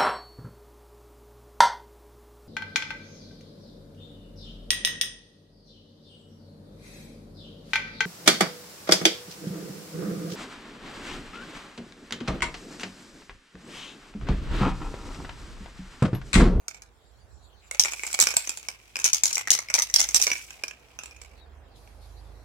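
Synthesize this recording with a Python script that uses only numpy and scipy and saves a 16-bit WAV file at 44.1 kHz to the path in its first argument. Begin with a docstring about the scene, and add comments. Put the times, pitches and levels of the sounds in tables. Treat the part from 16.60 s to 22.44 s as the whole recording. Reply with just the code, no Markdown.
"""Shaking a paint can

A steel paint can is shaken on a lawn: its mixing ball strikes the domed ends and the wall, bounces and rolls.
The hand-damped shell answers each blow with short clinks (fading sine waves) and a dense ring (fading noise).
Far traffic drones as wavering low tones over a noise wash, and birds chirp far off as gliding tones.
Pushed air bumps the microphone as low, filtered noise and pulses. Hands rustle on the can and at the end
the nozzle hisses faintly: both are shaped noise, as is the faint steady hiss of the microphone."""
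import sys
import numpy as np
from scipy import signal
from scipy.fft import rfft, irfft, next_fast_len
from scipy.io import wavfile
from scipy.ndimage import uniform_filter1d, map_coordinates

SR = 44100
rng = np.random.default_rng(int(sys.argv[2]) if len(sys.argv) > 2 else 0)


def generate_wav(sig):
    """Save sig (samples, or channels by samples) to the path in sys.argv[1] as 16-bit PCM at SR."""
    pcm = np.round(np.clip(np.atleast_2d(sig).T, -1, 1) * 32767).astype(np.int16)
    wavfile.write(sys.argv[1], SR, pcm)


N = 257673  # length in samples


def amp(db):
    """Turn a level in dB into a gain."""
    return 10 ** (np.asarray(db) / 20)


def unit(x):
    """Scale to an average (rms) strength of 1."""
    return x / np.sqrt(np.mean(x ** 2) + 1e-20)


def peak(x):
    """Scale so the largest swing is 1."""
    return x / np.abs(x).max()


def along(points, hz):
    """Read a curve of (f/Hz, value) points on a log frequency axis."""
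    f, v = np.transpose(points)
    return np.interp(np.log(hz + 1), np.log(f + 1), v)


def curves(rows):
    """Give one value per sample for each column after the time."""
    s, *cols = np.transpose(rows)
    return [np.interp(np.arange(N) / SR, s, c) for c in cols]


def during(rows, fade=0.016):
    """1 inside the time span of a table, fading to 0 outside it over `fade` seconds."""
    t = np.arange(N) / SR
    inside = np.minimum(t - rows[0][0], rows[-1][0] - t)
    return np.clip(inside / fade + 1, 0, 1)


def wobble(rate):
    """A smooth random curve with `rate` random points a second."""
    knots = rng.standard_normal(int(N * rate / SR) + 4)
    return map_coordinates(knots, [np.arange(N) * rate / SR])


def filtered(x, response):
    """Multiply the spectrum of x by a response that depends on frequency."""
    m = next_fast_len(N + SR // 2)
    hz = np.fft.rfftfreq(m, 1 / SR)
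    return irfft(rfft(x, m) * response(hz), m)[..., :N]


def band(f, centre_hz, width_hz):
    """A resonance that lets its centre through at gain 1."""
    return 1j * f * width_hz / (centre_hz ** 2 - f * f + 1j * f * width_hz)


def rush(spectrum, alike, patchy_db):
    """Stereo noise of rms 1, patchy in time and pitch, with a set left-right likeness."""
    z = signal.stft(rng.standard_normal((2, N + 512)), nperseg=512)[2]
    field = rng.standard_normal(z.shape[1:])
    field = uniform_filter1d(field, size=6, axis=0)
    field = uniform_filter1d(field, size=12, axis=1)
    pair = signal.istft(z * amp(patchy_db * unit(field)), nperseg=512)[1][:, :N]

    def mid_and_side(hz):
        """Shape the noise and share it between what the sides have in common and what differs."""
        turn = np.arccos(np.clip(along(alike, hz), -1, 1)) / 2
        return amp(along(spectrum, hz)) * [np.cos(turn), np.sin(turn)]

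    mid, side = filtered(pair, mid_and_side)
    return unit(np.array([mid + side, mid - side]))


# Idling engine: t/s, f/Hz before the wobble, relative level/dB, relative level of the octave/dB
IDLING = [(0.0, 50, -84, -76), (0.18, 54.3, -61, -92), (0.42, 49.9, -64, -80), (0.58, 54.9, -62, -66),
          (1.06, 55.13, -58.5, -82), (2.99, 52.8, -65.5, -65.5), (3.48, 54.16, -52.5, -76.5),
          (4.13, 57.06, -69, -72), (4.49, 57.4, -59.5, -73), (4.6, 49.8, -58, -69), (5.74, 52, -45, -59),
          (5.84, 54.5, -49.5, -61)]


def idling_engine():
    """A far engine drones as a wavering low tone and its octave."""
    hz, db, octave_db = curves(IDLING)
    turn = 2 * np.pi * np.cumsum(hz + 0.587 * wobble(10)) / SR
    low = amp(db + 1.2 * wobble(7)) * np.sin(turn)
    octave = amp(octave_db + 0.83 * wobble(4.8)) * np.sin(2 * turn)
    return np.sqrt(2) * (low + octave) * amp([[-4], [3]])  # left, right


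# Strength of the road wash over time: t/s, relative level/dB
ROAD_LEVEL = [(0.0, -63.5), (1.89, -65), (5.84, -57)]
# Tone colour of the road wash: f/Hz, relative level per Hz/dB
ROAD_COLOUR = [(18, -32.5), (30, -21.5), (56, -14), (224, -27), (470, -22.5), (579, -26), (687, -23.5),
               (756, -24), (2800, -40), (3640, -83), (6160, -120)]
# How much left and right share the same wash: f/Hz, likeness [0 to 1]
ROAD_ALIKE = [(60, 0.62), (240, 0.66), (950, 0.41), (3770, 0.13), (15000, 0.16)]


def road_wash():
    """The far road is noise, strongest in the bass, whose level wavers slowly."""
    level = amp(curves(ROAD_LEVEL)[0] + 1.5 + 0.41 * wobble(5.3))
    return level * rush(ROAD_COLOUR, ROAD_ALIKE, patchy_db=1.5) * amp([[-1.5], [1.5]])


# Tone colour of the microphone's own hiss: f/Hz, relative level per Hz/dB
HISS_COLOUR = [(880, -33), (1500, -17), (2390, -27), (2970, -22.5), (3180, -16.5), (16000, -35.5)]


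def mic_hiss():
    """The microphone's own faint steady hiss is soft, patchy noise."""
    return amp(-69) * rush(HISS_COLOUR, [(5000, 0.072)], patchy_db=4.5)


# Blows of the ball: t/s, relative clink level/dB, wall against ends level/dB before fixed lifts, clink centre f/Hz
BALL_BLOWS = [(0.0822, -19.5, -11, 6650), (0.1113, -39.5, 6, 6550), (0.1453, -37.5, 0, 7000),
              (0.2204, -35, -7, 6650), (1.112, -20, -1.5, 8070), (1.1472, -29, 4, 6870),
              (1.1959, -1.5, -20.5, 5810), (1.1987, -9, -36.5, 5920), (1.2172, -20.5, -24, 6300),
              (1.2367, -10.5, -27, 5900), (1.2491, -20.5, 1.5, 7150), (1.2561, -19.5, 3.5, 7370),
              (1.3212, -22.5, -4, 6725), (1.3345, -23.5, 1, 7500), (1.3943, -31, 6.5, 7400),
              (1.4345, -22, 3.5, 7950), (1.4663, -20.5, -9.5, 7540), (1.4754, -24, -6, 7160),
              (1.5033, -33.5, 0.5, 5340), (1.5292, -18.5, -13, 7430), (1.5421, -15.5, -8, 7630),
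              (1.59, -14, 1.5, 7530), (1.6007, -3, -22, 7143), (1.6103, -7, -13, 6210),
              (1.6157, -5, -20.5, 7550), (1.6244, -9, -13.5, 7390), (1.6701, -9.5, -2.5, 5576),
              (1.6876, -18, -5, 7340), (1.7055, -19, -9.5, 7210), (1.7393, -26, 3.5, 6230),
              (1.7675, -4.5, -11, 7475), (1.8733, -21.5, -5, 6403), (1.8935, -16, -9, 7440),
              (1.973, -25, -11, 7160), (2.029, -36, -2.5, 7100), (2.0859, -18.5, -4, 5220),
              (2.3569, -22, 4.5, 5300), (2.3672, -20.5, -3, 5015), (2.3896, -24.5, 0, 7230),
              (2.3993, -22, -7.5, 6480), (2.443, -5, -25.5, 6216), (2.4473, -10, -26, 6460),
              (2.453, -10, -7.5, 6490), (2.4611, -10.5, -41.5, 6110), (2.5322, -5.5, -22.5, 6360),
              (2.546, -9, -20, 5910), (2.6357, -5.5, -18, 7170), (2.6455, -16, -18.5, 6500),
              (2.6559, -6.5, -21.5, 6515), (2.6659, -14.5, -20, 6500), (2.6787, -18, -26.5, 5500),
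              (2.7111, -24, -1.5, 7100), (2.7295, -14, -34.5, 5940), (2.7552, -14, -34.5, 5760),
              (2.7699, -20.5, 1, 6375), (2.7803, -14, -5.5, 7350), (2.8736, -21.5, 5, 5930),
              (2.9048, -0.5, -35.5, 6480), (2.9156, -6.5, -15.5, 6290), (2.932, -10.5, -27, 5860),
              (2.9504, -12, -8.5, 5700), (2.9896, -15.5, -4, 5700), (3.0862, -33.5, 6, 5320),
              (3.1006, -19.5, 1, 5810), (3.1402, -4, -13, 5990), (3.151, -12.5, -6.5, 6150),
              (3.1829, -20, 2.5, 6100), (3.1893, -9.5, -12.5, 5930), (3.2211, -9, -18.5, 6180),
              (3.2992, -24.5, -6.5, 6150), (3.3402, -2.5, -25, 5590), (3.3609, -4, -21.5, 5670),
              (3.397, -11, -12.5, 7330), (3.4035, -6, -18, 5690), (3.4146, -9, -10, 6220),
              (3.4888, -16, -13, 6240), (3.5453, -4, -20, 6040), (3.5575, -11, -18.5, 5880),
              (3.5618, -7, -23, 5800), (3.5686, -10.5, -24, 5500), (3.5997, -20, -1.5, 6785),
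              (3.616, -9.5, -31, 6060), (3.6241, -6, -25, 5840), (3.6681, -10.5, -3.5, 5650),
              (3.677, -19.5, 3.5, 6100), (3.7161, -15.5, 4.5, 6120), (3.7806, -32.5, -4, 6270),
              (3.9062, -33.5, 4.5, 6630), (4.0366, -20.5, 3.5, 5380), (4.081, -27, -7.5, 5900),
              (4.1104, -37, 10, 7120), (4.3891, -28, 1.5, 5600), (4.4351, -31, -0.5, 7220),
              (4.4583, -33.5, -2, 7640), (4.5101, -42, 0.5, 5230), (4.5636, -44, 2.5, 6640),
              (4.6156, -34.5, -5, 7400), (4.6486, -44, 3.5, 6510), (4.714, -55.5, 7, 6200),
              (5.275, -54, 10, 5770)]
# Ways the can rings, before random changes; the lowest four bend the wall, the others ring the ends:
# f/Hz, relative level/dB, time to fall by 60 dB t/s
CAN_MODES = [(1500, -9, .015), (2270, -1, .025), (2430, -1, .02), (2900, -9, .015), (3650, -16, .015),
             (4300, -14, .015), (5100, -2, .01), (5350, 0, .014), (5750, 0, .011), (6020, 0, .013),
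             (6350, 0, .011), (6800, 0, .01), (7350, 0, .012), (7850, 0, .013), (8600, -6, .01),
             (9400, -8, .01), (11300, -12, .008)]
# Pitch of the wall, moving with the grip and the paint inside, before random detuning: t/s, f/Hz
WALL_PITCH = [(.1, 2364), (1.25, 2216), (1.32, 2475), (1.44, 2314), (1.75, 2400), (2.36, 2482), (2.6, 2240),
              (2.71, 2440), (2.87, 1980), (3.02, 2100), (3.14, 2400), (3.19, 1950), (3.42, 2183),
              (3.6, 2460), (3.67, 2270), (3.8, 2560), (4.44, 2603), (4.65, 2350)]
# Where the can is: t/s, left lead [samples], left minus right level/dB
CAN_PLACE = [(0, 1.4, -5), (1.1, 6.4, 0.5), (1.55, 3, -3), (2, 9.95, -3), (2.4, 15.9, 0), (3, 13.55, 1),
             (3.6, 9, -3), (4.1, 4.8, -3.5), (4.7, 1.27, -3)]
# Tone colour of the crack at contact: f/Hz, relative level per Hz/dB
CRACK_COLOUR = [(100, -65.5), (400, -30), (3000, -4), (6000, 4), (9000, -0.5), (12000, -6), (16000, -14)]


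def blows(reach_hz=350, turn=1.206):
    """Each blow rings the end modes near its centre hardest; the two ports face different patches of the shell."""
    ring, crack, knock = np.zeros((3, 2, N + SR))
    t = np.arange(SR // 12) / SR
    hz, mode_db, t60 = np.transpose(CAN_MODES)[:, :, None]
    walls, usual_wall_hz = 4, 2350  # number of wall modes; wall pitch at which their table values hold
    wall = np.arange(len(CAN_MODES))[:, None] < walls
    lead, pan_db = curves(CAN_PLACE)
    for s, db, wall_db, centre_hz in BALL_BLOWS:
        wall_hz = np.interp(s, *np.transpose(WALL_PITCH))
        luck = rng.standard_normal((5, len(CAN_MODES), 1))
        noise = rng.standard_normal((2, len(t)))
        rebound = rng.random((2, 3))
        late_s = np.cumsum(0.0011 + 0.0033 * rebound[0])
        weaker_db = np.cumsum(7 + 8 * rebound[1])

        off_db = np.maximum(-4 * ((hz - centre_hz) / reach_hz) ** 2, -15)
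        level = mode_db + np.where(wall, 0, off_db) + 3.0 * luck[0]
        # grip and paint detune the shell
        pitch = hz * np.where(wall, wall_hz / usual_wall_hz, 1) * (1 + 0.015 * luck[1])
        for side, sign in enumerate((1, -1)):  # left, right
            at = round(s * SR - sign * lead[round(s * SR)] / 2)
            gain = amp(db + sign * pan_db[at] / 2)
            fall = amp(level + 3.7 * luck[2 + side] - 60 * t / t60)
            tones = fall * np.sin(2 * np.pi * pitch * t + sign * turn * luck[4])
            tones = tones * (1 - np.exp(-t / 0.00026))  # soften the very first instant
            ends_part = amp(1.0) * peak(tones[walls:].sum(axis=0))
            wall_part = amp(wall_db - 1.5) * peak(tones[:walls].sum(axis=0))
            clink = gain * (ends_part + wall_part)
            ring[side, at:at + len(t)] += clink
            for late, weak in zip(late_s, weaker_db):  # the ball chatters before it leaves
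                ring[side, at + int(late * SR):][:len(t)] += amp(-weak) * clink
            crack[side, at:at + len(t)] += gain * amp(-60 * t / 0.013) * noise[side]
            # a blow on the wall also knocks the whole body in the hand
            knock[side, at:at + len(t)] += gain * amp(0.72 * wall_db - 13 - 60 * t / 0.022) * noise[0]
    snap = filtered(crack[:, :N], lambda f: amp(along(CRACK_COLOUR, f) - 4))
    thud = filtered(knock[:, :N], lambda f: amp(11.0) * band(f, 900, 1350) * band(f, 600, 1600))
    return ring[:, :N], snap + thud * amp([[-3], [3]])


# Dense ring of the shell: f/Hz, time to fall by 60 dB t/s
SHELL_FADE = [(300, 0.11), (2400, 0.29), (6000, 0.16), (12000, 0.16)]


def shell(x):
    """Shell and paint ring on as noise, each band dying at its own speed; splashing paint makes it grainy."""
    out, step = np.zeros((2, N + SR)), SR // 8
    for at in range(0, N, step):  # a fresh tail for every eighth of a second
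        hz, t, z = signal.stft(rng.standard_normal((2, SR // 3)), SR, nperseg=64)
        fall = amp(-60 * t / along(SHELL_FADE, hz)[:, None])
        tail = signal.istft(z * fall, SR, nperseg=64)[1]
        tail = tail / np.linalg.norm(tail[0])
        wet = signal.fftconvolve(x[:, at:at + step], tail, axes=1)
        out[:, at + 60:at + 60 + wet.shape[1]] += wet  # starts 60 samples late
    grains = amp(3.6 * wobble(250) + 1.47 * wobble(60))
    return out[:, :N] * grains


# Puff of wind on the microphone: t/s, relative level/dB
WIND_PUFF = [(0.1, -75), (0.152, -68), (0.716, -46), (1.15, -65)]


def wind():
    """A puff of air rumbles, mostly in the right port, as noise through a low resonance."""
    rumble = unit(filtered(rng.standard_normal((2, N)), lambda f: band(f, 69.4, 30) ** 2))
    return during(WIND_PUFF) * amp(curves(WIND_PUFF)[0] - 3.5) * rumble * amp([[-11], [2.5]])


# Rustle of hands on the can: t/s, level/dB
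HAND_LEVEL = [(.3, -81), (.45, -72), (.7, -74), (.85, -64.5), (.95, -83), (1.08, -57.5)]
# Tone colour of the rustle: f/Hz, relative level per Hz/dB
HAND_COLOUR = [(2650, -27), (4500, -3), (6320, -14), (7410, 6.5), (9020, -38), (10200, -11), (16000, -38.5)]


def hands():
    """Hands rustle on the can: bright noise with strong random patches."""
    noise = rush(HAND_COLOUR, [(5000, 0.18)], patchy_db=6.0)
    return during(HAND_LEVEL) * amp(curves(HAND_LEVEL)[0]) * noise


# Air pushed at the microphone, first by the breeze, then by the shaking hand: t/s, relative pulse level/dB
AIR_PUSHES = [(0.56, -17), (0.647, -22), (0.738, -30), (0.849, -24), (1.196, -3.5), (1.603, -10),
              (1.766, 2), (2.442, 1.5), (2.635, -2), (2.904, -4.5), (3.545, -4), (3.714, -3)]


def air_thumps():
    """Each single push of air is one pulse through two low resonances, heard as a thump."""
    pushes = np.zeros(N)
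    for s, db in AIR_PUSHES:
        pushes[round(s * SR)] = amp(db)
    thumps = filtered(pushes, lambda f: band(f, 83, 138) * band(f, 140, 235))
    return thumps * amp([[-4], [3]])


# Far birds: start t/s, length t/s, first f/Hz, last f/Hz, relative level/dB
BIRD_CHIRPS = [(0.814, 0.088, 4230, 3940, -75), (0.88, 0.087, 3370, 3020, -76.5),
               (0.948, 0.1, 4000, 4270, -77), (1.008, 0.072, 2570, 2430, -72.5),
               (4.75, 0.11, 4400, 3600, -72.5), (5.105, 0.047, 4550, 4300, -78.5),
               (5.134, 0.0624, 3760, 3600, -72.5), (5.399, 0.08, 4140, 3960, -75),
               (5.555, 0.064, 4000, 4660, -71)]


def birds(smear_hz=600):
    """Gliding chirps, smeared by distance into narrow noise."""
    out = np.zeros((2, N + SR))
    for s, length, from_hz, to_hz, db in BIRD_CHIRPS:
        n = round(length * SR)
        start = round(s * SR)
        turn = 2 * np.pi * np.cumsum(np.linspace(from_hz, to_hz, n)) / SR
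        knots = rng.standard_normal((2, 80))
        smear = [np.interp(np.arange(n) * smear_hz * 2 / SR, np.arange(80), k) for k in knots]
        swell = np.sqrt(np.hanning(n))
        out[:, start:start + n] += amp(db + 16) * swell * smear * np.sin(turn)
    return out[:, :N]


# How busily the ball rolls: t/s, level at the ends/dB
ROLL_LEVEL = [(1.08, -79), (1.32, -44.5), (1.89, -43), (2.09, -60.5), (2.39, -64), (2.56, -58),
              (2.94, -69.5), (3.43, -49.5), (3.56, -38), (3.76, -43), (4.15, -68.5), (4.54, -68.5),
              (4.8, -76)]


def rolling(per_second=2500):
    """The ball skitters over the steel and the paint sloshes: dense soft ticks ring the ends and wall."""
    ends_db, = curves(ROLL_LEVEL)
    wall_db = -52.5 + 0.48 * (ends_db + 51)  # the wall follows about half the swing of the ends

    def ticks():
        """Random pulses of random strength, on average per_second of them on each side."""
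        hit = rng.random((2, N)) < per_second / SR
        return hit * amp(3.5 * wobble(150)) * rng.standard_normal((2, N))

    ends = unit(filtered(
        ticks(), lambda f: band(f, 5900, 1100) + 0.57 * band(f, 7330, 900) + 0.1 * band(f, 8700, 5000)))
    wall = unit(filtered(ticks(), lambda f: band(f, 2390, 460) + 0.23 * band(f, 1200, 2400)))
    return during(ROLL_LEVEL) * (amp(ends_db) * ends + amp(wall_db) * wall)


# Engine that speeds up: t/s, f/Hz, relative level/dB
SPEEDING = [(4.1, 60.5, -82), (4.588, 68.4, -57), (5.84, 81.3, -60.5)]


def speeding_engine():
    """A second far engine speeds up: a low tone climbs while its level wavers."""
    hz, db = curves(SPEEDING)
    tone = np.sin(2 * np.pi * np.cumsum(hz) / SR)
    climb = during(SPEEDING) * amp(db + 3.3 * wobble(6)) * tone
    return np.sqrt(2) * climb * amp([[-4], [3]])


# The nozzle opens: t/s, level of the spurt before it sags/dB
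NOZZLE_PRESSES = [(5.15, -64), (5.41, -68)]
# Tone colour of the nozzle: f/Hz, relative level per Hz/dB
NOZZLE_COLOUR = [(1470, -39), (2500, -17), (3440, -12.5), (4210, -6.5), (6350, -11.5), (7020, -15),
                 (11700, -12), (15000, -31.5), (16000, -41)]


def nozzle():
    """The nozzle lets out a thin noise that spurts at each press and leaks steadily after the first."""
    rise_s, sag_db_per_s, leak_db = 0.0119, 49.5, -72
    presses = np.array(NOZZLE_PRESSES)
    since = np.arange(N) / SR - presses[:, :1]
    opened = np.clip(since / rise_s, 0, 1)
    spurts = opened * amp(presses[:, 1:] - sag_db_per_s * np.maximum(since, 0))
    level = spurts.sum(axis=0) + amp(leak_db) * opened[0]
    return level * rush(NOZZLE_COLOUR, [(5000, 0.16)], patchy_db=1.9)


def scene():
    """Add up the can, the hands, the moving air, the street, the birds and the microphone hiss."""
    street = idling_engine() + road_wash() + speeding_engine()
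    clinks, cracks = blows()
    ring = shell(amp(-7) * clinks + amp(-3.0) * cracks)
    can = clinks + cracks + ring + rolling() + nozzle()
    return street + mic_hiss() + can + wind() + hands() + air_thumps() + birds()


def record(dry):
    """The loudest peaks round off; the microphone drops the deepest bass; the sound holds nothing above top_hz."""
    top_hz, bass_hz = 15850, 42
    soft = dry / (1 + np.abs(dry / 0.95) ** 6) ** (1 / 6)
    return filtered(soft, lambda hz: (hz < top_hz) / (1 + (bass_hz / (hz + 1)) ** 8))


dry = scene()
out = record(dry)
generate_wav(out)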